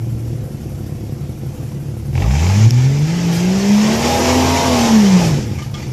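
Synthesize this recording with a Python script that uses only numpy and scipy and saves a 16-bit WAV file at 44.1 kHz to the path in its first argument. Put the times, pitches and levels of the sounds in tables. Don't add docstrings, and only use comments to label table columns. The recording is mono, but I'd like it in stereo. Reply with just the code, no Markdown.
import sys
import numpy as np
from scipy import signal
from scipy.fft import rfft, irfft, next_fast_len
from scipy.io import wavfile
from scipy.ndimage import uniform_filter1d

SR = 44100
rng = np.random.default_rng(int(sys.argv[2]) if len(sys.argv) > 2 else 0)


def field_ratio(decibels):
    return 10 ** (np.asarray(decibels, dtype=float) / 20)


def master(y):
    cut = np.clip(np.atleast_2d(y).T, -1, 1)
    pcm = np.round(cut * 32767)
    wavfile.write(sys.argv[1], SR, pcm.astype(np.int16))


N = 261099
T = np.arange(N) / SR

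FAST_HZ, SETTLED_HZ, LOAD_IN_S = 38.54, 35.68, .42
# pitch_hz, density [dB per Hz]
AIR_HISS = [(790, -33), (1350, -4.5), (1940, -1), (3080, -2), (4040, -6.5), (5550, -1), (7500, -8),
            (8050, -17), (9000, -19.5), (11700, -38), (19800, -120)]


def evened(x):
    return x / np.sqrt(np.mean(x ** 2) + 1e-20)


def read(points, hz):
    f, value = np.transpose(points)
    return np.interp(np.log(hz + 1), np.log(f + 1), value)


def columns(rows):
    s, *cols = np.transpose(rows)
    return [np.interp(T, s, c) for c in cols]


def bumps(rows):
    total = 0
    for s, half_s, *dbs in rows:
        total = total + np.array(dbs)[:, None] * np.exp(-.5 * ((T - s) / half_s) ** 2)
    return total


def colour(x, points):
    gain_db = np.maximum(read(points, abs(np.fft.fftfreq(8192, 1 / SR))), -90)
    log_gain = np.log(field_ratio(gain_db))
    phase = -signal.hilbert(log_gain).imag
    taps = np.fft.ifft(np.exp(log_gain + 1j * phase)).real[:4096]
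    taps = taps.reshape((1,) * (x.ndim - 1) + (-1,))
    return signal.oaconvolve(x, taps, axes=-1)[..., :N]


def wander(rate_hz, count):
    knots = rng.standard_normal((count, 400))
    return np.array([np.interp(T * rate_hz, np.arange(400), k) for k in knots]) * 1.2


def level(x, width_s):
    return np.sqrt(abs(uniform_filter1d(x ** 2, int(width_s * SR))) + 1e-12)


def add(mix, s, sound):
    part = mix[round(s * SR):][:len(sound)]
    part += sound[:len(part)]


def ring(modes, factor, size):
    t = np.arange(size) / SR
    return sum(field_ratio(db - 60 * t / t60) * np.sin(2 * np.pi * hz * factor * t) for hz, db, t60 in modes)


def speed():
    # start_s, firing_hz
    rev_points = [(2.08, 36.84), (2.2, 45.25), (2.3, 62.8), (2.5, 95.2), (2.73, 119.2), (3.01, 147.2),
                  (3.16, 174.5), (3.35, 168), (3.56, 193.3), (3.88, 215.7), (4.1, 244.3), (4.4, 255),
                  (4.66, 257.8), (4.8, 236.7), (4.95, 220.6), (5.07, 196.7), (5.3, 159.5), (5.62, 72)]
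    sag_hz, sag_s, recover_s, fall_s = 6.0, .12, .3, 0.11
    late = np.maximum(T - LOAD_IN_S, 0)
    idle = SETTLED_HZ + (FAST_HZ - SETTLED_HZ + sag_hz) * np.exp(-late / sag_s)
    idle -= sag_hz * np.exp(-late / recover_s)
    fall = np.exp(-np.maximum(T - rev_points[-1][0], 0) / fall_s)
    rev = FAST_HZ + (columns(rev_points)[0] - FAST_HZ) * fall
    return np.where(T < rev_points[0][0], idle, rev)


def tone_levels(hz, stumble_db, upper_db):
    # start_s, level_db
    pull = [(2.05, -25.5), (2.2, -9), (2.3, -5), (2.45, -10), (2.66, -5), (2.9, -8), (3.15, -12),
            (3.6, -9.5), (3.8, -7.5), (4.0, -15), (4.39, -3.5), (4.64, -14.5), (4.73, -3), (4.87, -11.5),
            (4.95, -5), (5.3, -9), (5.35, -19.5), (5.8, -27.5)]
    # pitch_hz, gain_db
    tuned_pipe = [(35, -19), (60, -6), (112, 0.5), (150, -4.5), (205, -2), (245, -11), (400, -11),
                  (800, -16)]
    # multiple of the firing rate, idle level_db, tilt [dB per doubling of speed]
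    multiples = [(1, 0, 0), (2, -5.5, -1), (3, -6, -10)]
    pressure_db = columns(pull)[0] + stumble_db
    doublings = np.log2(hz / SETTLED_HZ)
    first, second, third = [pressure_db + read(tuned_pipe, k * hz) + db + tilt_db * doublings
                            for k, db, tilt_db in multiples]
    fast = np.clip((LOAD_IN_S + 0.058 - T) / 0.12, 0, 1) + np.clip((T - 5.84) / 0.048, 0, 1)
    return first, second + upper_db, third + upper_db + 12.5 * fast


def tones(turns, levels_db):
    total = 0
    for k, (db, w) in enumerate(zip(levels_db, wander(22.107, count=3))):
        total = total + np.sqrt(2) * field_ratio(db + 1.8 * w) * np.cos(2 * np.pi * (k + 1) * turns - 0.78 * k)
    return total


def cycle_lines(turns, hz, rasp_db):
    # multiple of the six-firing cycle, level_db
    weak_lines = [(1, -32), (2, 0.5), (3, -16.5), (4, -14), (5, -10.5), (6, 0), (7, -20), (8, -11),
                  (9, -15.5), (10, -10.5), (11, -37), (12, -9), (13, -22), (14, -22), (15, -18.5), (16, -7),
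                  (17, -23), (18, -17), (19, -12), (20, -18), (21, -14.5), (22, -2), (23, -23.5),
                  (24, -18.5), (25, -20.5), (26, -25), (27, -15)]
    # multiple of the cycle, level_db at full speed, slope [dB per Hz below it]
    strong_lines = [(2, -24, .217), (4, -36, -.052), (8, -37, .099), (9, -37, .122), (10, -37, .043),
                    (14, -40, .07), (16, -27.5, .214), (18, -38, .101), (19, -37, .214), (20, -32, .186),
                    (22, -30.5, .19), (23, -39, .173), (25, -43, .165), (26, -42, .083), (28, -43, .106),
                    (30, -48, -.003)]
    # multiple of the cycle, centre_s, half_length_s, level_db
    swells = [(2, 4.4, 0.13, 4), (2, 5.24, 0.06, 11), (4, 3.34, 0.13, 4.5), (4, 3.74, 0.13, 8),
              (4, 5.14, 0.06, 8), (8, 3.7, 0.09, 8), (8, 4.14, 0.13, 7), (8, 5.28, 0.04, 15),
              (9, 2.92, 0.09, 19), (9, 4.28, 0.13, 10), (9, 4.8, 0.04, 8), (10, 3.24, 0.09, 11),
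              (10, 3.94, 0.04, 14), (10, 4.54, 0.09, 9), (14, 3.32, 0.04, 10), (14, 4.12, 0.06, 16),
              (14, 4.86, 0.04, 11), (14, 5.14, 0.13, 13), (16, 3.34, 0.09, 9), (16, 4.22, 0.13, 7),
              (16, 4.76, 0.09, 7), (16, 5.22, 0.06, 12), (18, 2.9, 0.13, 12), (18, 3.92, 0.06, 16),
              (18, 4.8, 0.09, 11), (19, 4.38, 0.13, 11), (19, 5.22, 0.06, 16), (20, 2.92, 0.06, 17),
              (20, 4.12, 0.06, 15), (20, 4.8, 0.04, 16), (20, 5.12, 0.13, 8), (22, 4.12, 0.04, -10),
              (22, 4.58, 0.13, 8), (22, 4.88, 0.04, 6), (22, 5.22, 0.09, 12), (23, 4.16, 0.13, 9),
              (23, 4.9, 0.04, 16), (23, 5.24, 0.06, 18), (25, 4.46, 0.04, 14), (25, 4.8, 0.13, 7),
              (25, 5.24, 0.13, 9), (26, 3.86, 0.13, 10), (26, 4.98, 0.13, 12), (28, 3.76, 0.06, 11),
              (28, 4.32, 0.09, 9), (28, 5.1, 0.13, 11), (30, 3.28, 0.09, 10), (30, 3.88, 0.13, 7),
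              (30, 5.2, 0.09, 15)]
    full_hz = 256
    elsewhere = (6, 12, *[row[0] for row in strong_lines])
    weak = 0
    for (k, db), w in zip(weak_lines, wander(7, count=len(weak_lines))):
        if k not in elsewhere:
            weak = weak + field_ratio(db + 5.2 * w) * np.cos(2 * np.pi * k * (turns / 6 + 0.016 * w))
    strong = 0
    for (k, db, slope), w in zip(strong_lines, wander(23.92, count=len(strong_lines))):
        swell_db = bumps([row[1:] for row in swells if row[0] == k])[0]
        line_db = db + slope * (hz - full_hz) + swell_db + 1.5 * w
        strong = strong + np.sqrt(2) * field_ratio(line_db) * np.cos(2 * np.pi * k * turns / 6 + k * k)
    loaded = np.interp(T, [2.6, 2.9, 5.25, 5.4], [0, 1, 1, 0])
    return field_ratio(rasp_db - 11.0) * evened(weak) + loaded * strong


def chuffs(turns, chuff_db):
    # pitch_hz, density [dB per Hz]
    pipe_body = [(15, -21), (25, -15), (59, -12.5), (140, 2.5), (163, -8.5), (220, -7.5), (255, -15),
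                 (335, -10), (425, -22.5), (502, -16), (583, -30.5), (730, -25.5), (900, -45), (1170, -45),
                 (1980, -120)]
    fired = np.diff(np.floor(turns), prepend=0) > 0
    cylinder = np.array([0.88, 0.15, -1.3, -1.1, 0.98, -1.43])[turns.astype(int) % 6]
    push = fired * (0.73 * cylinder + np.clip(rng.standard_normal((2, N)), -2, 2))
    lump = colour(push + 0.066 * rng.standard_normal((2, N)), pipe_body)
    return field_ratio(chuff_db) * lump / level(lump, 0.23)


def cracks():
    # start_s, peak level_db
    snaps = [(2.131, -40), (2.154, -27.5), (2.178, -24.5), (2.201, -31), (2.221, -21.5), (2.241, -30),
             (2.261, -31), (2.279, -31), (2.296, -40), (2.308, -26.5), (2.337, -24), (2.353, -25),
             (2.366, -26), (2.383, -32), (2.405, -29), (2.43, -29), (2.466, -28), (2.498, -29),
             (2.537, -28)]
    # pitch_hz, level_db, t60_s
    tailpipe = [(810, 8, 0.043), (1150, -16, 0.018), (1940, -4, 0.03), (2226, -3, 0.051), (2690, -7, 0.069)]
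    out = np.zeros(N)
    puffs = evened(colour(rng.standard_normal(N), [(300, -9), (800, 0), (2500, 8), (6000, -27)]))
    for s, db in snaps:
        add(out, s, field_ratio(db - 6.0) * ring(tailpipe, 1, size=2000))
        puff = puffs[round(s * SR):][:800] * field_ratio(-60 * T[:800] / 0.018)
        add(out, s, field_ratio(db - 3.0) * puff)
    return out


def puffed(turns, points, depth, patchy_db, grit):
    strength = field_ratio(2.0 * rng.standard_normal(2000))[turns.astype(int)]
    gate = 1 + depth * strength * np.exp(-(turns % 1) / 0.5)
    specks = depth * grit * np.minimum(rng.exponential(1, N), 3) * (rng.random(N) < 150 / SR)
    noise = colour(gate * rng.standard_normal((2, N)) + specks, points)
    return noise / level(noise, 0.063) * field_ratio(patchy_db * wander(30, count=1))


def follow(flow_db, idle_db, middle_db, slope):
    return 10 * np.log10(field_ratio(2 * idle_db) + field_ratio(2 * (middle_db + slope * (flow_db + 28))))


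def rushing_air(turns, hz):
    # start_s, hiss level_db
    flow_points = [(2.12, -48), (2.17, -37), (2.42, -28), (2.65, -27), (2.77, -31), (2.98, -32.5),
                   (3.28, -29.5), (3.68, -26), (4.14, -20.5), (4.65, -20), (4.73, -21.5), (4.86, -20),
                   (5.0, -23), (5.16, -25), (5.26, -22.5), (5.49, -38.5), (5.92, -42.5)]
    # centre_s, half_length_s, rasp_db, hiss_db, fizz_db
    jolts = [
        (1.65, 0.087, 3, 1.5, 2),
        (2.23, 0.047, 11.5, -0.5, 4),
        (2.705, 0.028, -10, -6, -4),
        (3.36, 0.032, 1, 2.5, 9),
        (5.19, .03, 4.5, 0.5, 0),
        (5.61, 0.017, 10, 1, 1),
        (5.72, 0.031, 3, -4, -7),
        (5.8, 0.026, 7, 4, 0),
    ]
    # idle level_db, level_db at middle flow, slope [dB per dB of flow]
    rasp_law = (-42, -25.5, 1.4)
    fizz_law = (-54.5, -45, 1.3)
    # pitch_hz, density [dB per Hz]
    rasp = [(150, -29.5), (250, -4.5), (291, -7), (360, -5), (419, -5), (468, -5.5), (560, -7.5), (670, -6),
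            (738, -13), (819, -6.5), (1300, -15.5), (1690, -62), (2860, -120)]
    fizz = [(4410, -39), (7500, 3.5), (8040, -1), (9670, -2), (12300, 1.5), (13300, -1.5), (14500, -22)]
    shield = [(500, -25), (830, 8.5), (1250, -21), (1900, -10), (2400, 0.5), (3200, -27)]
    whistle = [(4000, -30), (5000, -6), (6300, 0), (7500, -1), (7950, -30)]
    flow_db = columns(flow_points)[0]
    follow_db = [follow(flow_db, *rasp_law), flow_db, follow(flow_db, *fizz_law)]
    rasp_db, hiss_db, fizz_db = bumps(jolts) + follow_db
    load = np.clip((hiss_db + 55.5) / 14, .1, 1)
    sharp = load * (1 + 2.1 * np.clip((100 - hz) / 50, 0, 1))
    air = field_ratio(rasp_db - 5.5) * puffed(turns, rasp, sharp * 0.93, patchy_db=1.34, grit=0.95)
    air += field_ratio(hiss_db) * puffed(turns, AIR_HISS, sharp * 0.24, patchy_db=0.72, grit=4.7)
    air += field_ratio(fizz_db) * puffed(turns, fizz, load * 0.34, patchy_db=0.7, grit=6.0)
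    buzz_db = hiss_db - 5.5 - np.clip(hz - 110, 0, 200) / 12
    air += load * field_ratio(buzz_db) * puffed(turns, shield, 1.3, patchy_db=3.0, grit=0.55)
    opening = np.interp(T, [2.2, 2.35, 2.8, 3.1], [0, 1, 1, 0])
    air += opening * field_ratio(hiss_db - 10.0) * puffed(turns, whistle, .3, patchy_db=1.5, grit=1.5)
    return air, rasp_db


def knocks():
    # pitch_hz, level_db, t60_s
    metal = [(1205, -6.5, 0.17), (2186, -13, .08), (3671, -14, .06), (5130, -14, 0.03), (8366, -22, 0.073)]
    # start_s, peak level_db, loudest mode pitch_hz, share of rattle [0-1]
    clanks = [
        (5.517, -28, 1199, 0.5),
        (5.587, -18, 2340, 0.4),
        (5.622, -18, 3030, 0.4),
        (5.741, -15, 3320, 0.4),
        (5.7496, -23, 3165, 0.24),
        (5.785, -25, 2336, 0.5),
        (5.827, -21, 2030, 0.4),
    ]
    # start_s, length_s, pitch_hz, level_db
    squeaks = [
        (5.774, .05, 4580, -45),
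        (5.822, 0.07, 4560, -36.5),
        (5.75, 0.06, 1211, -45),
        (5.845, 0.05, 3690, -41),
        (5.765, .07, 3690, -49),
        (5.59, .065, 1190, -43),
    ]
    out, t = np.zeros(N), T[:4000]
    rattles = colour(rng.standard_normal(N), AIR_HISS)
    for s, db, loudest_hz, share in clanks:
        share = np.clip(share, 0, 1)
        tail = evened(rattles[round(s * SR):][:4000]) * field_ratio(-60 * t / 0.077)
        modes = [(hz, mode_db - 6.0, t60 * 0.77) for hz, mode_db, t60 in metal]
        modes += [(loudest_hz, -3.5, .035)]
        shake = rng.standard_normal(900) * field_ratio(-60 * t[:900] / 0.03) / 9
        rung = signal.fftconvolve(shake, ring(modes, 1, size=6000))
        add(out, s, field_ratio(db + 0.5) * (1 - share) * rung)
        add(out, s, field_ratio(db - 7.5) * share * tail)
    for s, length, hz, db in squeaks:
        u = np.arange(int(length * SR)) / SR
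        swell = np.sin(np.pi * (u / length) ** 0.4)
        stutter = field_ratio(1.8 * evened(uniform_filter1d(rng.standard_normal(len(u)), 200)))
        glide = np.sin(2 * np.pi * hz * u * (1 - 0.027 * u))
        add(out, s, field_ratio(db) * swell * stutter * glide)
    return out


def pebble():
    # start_s, peak level_db, pitch_hz
    stone = [
        (2.7079, -12, 5500),
    ]
    out = np.zeros(N)
    for s, db, hz in stone:
        add(out, s, field_ratio(db + 17.5) * np.array([1., -.3]))
        add(out, s + .0001, field_ratio(db - 1.5) * ring([(hz, 0.5, .0035)], 0.99, size=600))
    return colour(out, [(400, -22), (1500, -3.0), (3500, 5), (5500, 5), (7000, -4), (9000, -14),
                        (11500, -8), (15000, -19)])


def nearby_engine():
    # pitch_hz, level_db, t60_s
    valve_modes = [(4570, -4, .06), (5490, -3, .05), (6370, -1, .06), (7270, -3, .06), (8300, -4, .05),
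                   (9400, 0, .07), (10420, -3, .06), (10640, -3, .06), (11160, -1, .06), (11600, 1, .06),
                   (12050, 0, .05), (13120, -6, .05)]
    # multiple of the engine cycle, level_db
    low_tones = [(3, -74), (6, -38), (12, -28.5), (18, -37.5)]
    cycle_hz, start_s = 11.76, 0.01009
    cycles = (T - start_s) * cycle_hz + 1
    strength = field_ratio(1.5 * rng.standard_normal(100))[cycles.astype(int)]
    rattle = (.35 + np.exp(-(cycles % 1) / .45)) * strength
    shaken = uniform_filter1d(rattle, 300) * rng.standard_normal((2, N))
    rung = signal.oaconvolve(shaken, ring(valve_modes, 1., size=4000)[None], axes=1)[:, :N]
    rasped = colour(shaken, [(900, -43), (1350, 11.5), (4200, -30), (6000, -1.0), (9000, -6),
                             (12000, 4), (14700, -3.0)])
    hum = 0
    for (k, db), w in zip(low_tones, wander(9.6, count=4)):
        hum = hum + field_ratio(db + 0.58 * w) * np.cos(2 * np.pi * (k * cycles + 0.083 * w))
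    return field_ratio(-54.5) * evened(rung) + field_ratio(-51) * evened(rasped) + hum


def trees(x):
    sparse = rng.choice([-1., 1.], 6000) * (rng.random(6000) < .05)
    taps = sparse * field_ratio(-60 * np.arange(6000) / SR / 0.14)
    return signal.oaconvolve(x, taps / np.linalg.norm(taps))[:N]


def port_pair(pair):
    # pitch_hz, likeness [-1 to 1]
    likeness = [(30, .98), (300, .98), (600, .95), (1000, .88), (1200, .2), (2000, .5), (3300, .45),
                (5500, .2), (9000, .15), (15000, 0)]
    # pitch_hz, level_db
    lean_points = [(60, 2), (92, -3), (140, -1.5), (210, -3.5), (330, -3.5), (500, -5), (770, 2),
                   (1170, 2.0), (1790, 0.5), (2740, 0.5), (4180, 5.5), (6390, 8), (9770, -18.5),
                   (14900, -17.5)]
    # pitch_hz, phase [radians]
    lead = [(30, .1), (130, .2), (300, .12), (600, 0), (1000, -.2), (3000, -1.0)]
    size = next_fast_len(N + 4096)
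    shared, extra = rfft(pair, size, axis=1)
    f = np.fft.rfftfreq(size, 1 / SR)
    same = np.clip(read(likeness, f), -1, 1)
    lean = field_ratio(read(lean_points, f) / 2)
    both = np.sqrt(lean ** 2 + lean ** -2 + 2 * same) / 2
    right = same * shared * np.exp(-1j * read(lead, f)) + np.sqrt(1 - same ** 2) * extra
    return irfft(np.array([shared * lean, right / lean]) / both, size, axis=1)[:, :N]


def scene():
    # centre_s, half_length_s, chuff_db, tone_db, upper multiples level_db
    stumbles = [(2.18, 0.025, 3, -3.5, 7.5), (5.15, 0.076, -3, 0, -7.5), (4.24, 0.13, 0, -0.5, 4),
                (4.66, 0.042, 2, -0.5, 10), (2.506, 0.14, 3, -0.5, -2.5), (2.36, .07, 0, -1, 3),
                (2.70, 0.015, 6.5, -5.5, -15), (2.7, 0.037, 1, 0.5, -0.5), (3.27, 0.079, 3, -1, -1),
                (3.6, 0.055, 0, -2.5, 5), (3.78, 0.044, -2, -0.5, -18), (4.05, .12, 1.5, 0.5, 7),
                (4.47, 0.041, 2, -2, -16), (4.87, 0.027, 9, 0, 4), (4.97, 0.049, -2, 2.5, -10),
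                (5.33, 0.093, 11, 0.5, 3), (5.48, 0.045, 4, -3, 6), (5.25, 0.017, 1, -3, 3),
                (5.71, .03, 0, -1, 4), (5.67, 0.051, -1.5, -3.5, 7)]
    hz = speed()
    turns = np.cumsum(hz) / SR + .3
    rough_db, stumble_db, upper_db = bumps(stumbles)
    chuff_db = np.interp(T, [2.2, 2.3], [-25, -27]) + rough_db
    air, rasp_db = rushing_air(turns, hz)
    solid = tones(turns, tone_levels(hz, stumble_db, upper_db))
    solid = solid + cycle_lines(turns, hz, rasp_db) + knocks()
    pair = np.array([solid, trees(solid)])
    pair += chuffs(turns, chuff_db) + cracks() + air + pebble() + nearby_engine()
    return port_pair(pair)


def thin_top(x):
    top_from_hz, top_keep_db, chance_db = 12900, -46.5, 2.5
    hz, _, z = signal.stft(x, SR, nperseg=1024)
    power = uniform_filter1d((abs(z) ** 2).sum(0), 3, axis=1)[:512]
    bands_db = 10 * np.log10(power.reshape(64, 8, -1).sum(1) + 1e-20)
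    whole_db = 10 * np.log10(power.sum(0) + 1e-20)
    chance = evened(uniform_filter1d(rng.standard_normal(bands_db.shape), 5, axis=1))
    limit_db = whole_db + top_keep_db + .45 * (whole_db - whole_db.max()) + chance_db * chance
    band_of_bin = np.minimum(np.arange(513) // 8, 63)
    keep = (bands_db > limit_db)[band_of_bin] | (hz[:, None] < top_from_hz)
    patches = uniform_filter1d(rng.standard_normal(keep.shape), size=2, axis=0)
    patches = evened(uniform_filter1d(patches, size=6, axis=1))
    keep = keep * field_ratio(2.1 * patches * (hz[:, None] > 1000))
    return signal.istft(z * keep, SR, nperseg=1024)[1][:, :N]


def low_pass(x):
    return signal.sosfilt(signal.butter(12, 15540, fs=SR, output="sos"), x)


def record(dry):
    high_pass = signal.butter(2, 32, "high", fs=SR, output="sos")
    rumble_cut = signal.sosfilt(high_pass, dry)
    overloaded = np.tanh(-rumble_cut * 0.66) / 0.75
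    edge = signal.firwin(401, 14700, window=("kaiser", 7), fs=SR)
    limited = signal.oaconvolve(overloaded, edge[None], "same")
    return low_pass(thin_top(limited))


dry = scene()
out = record(dry)
master(out)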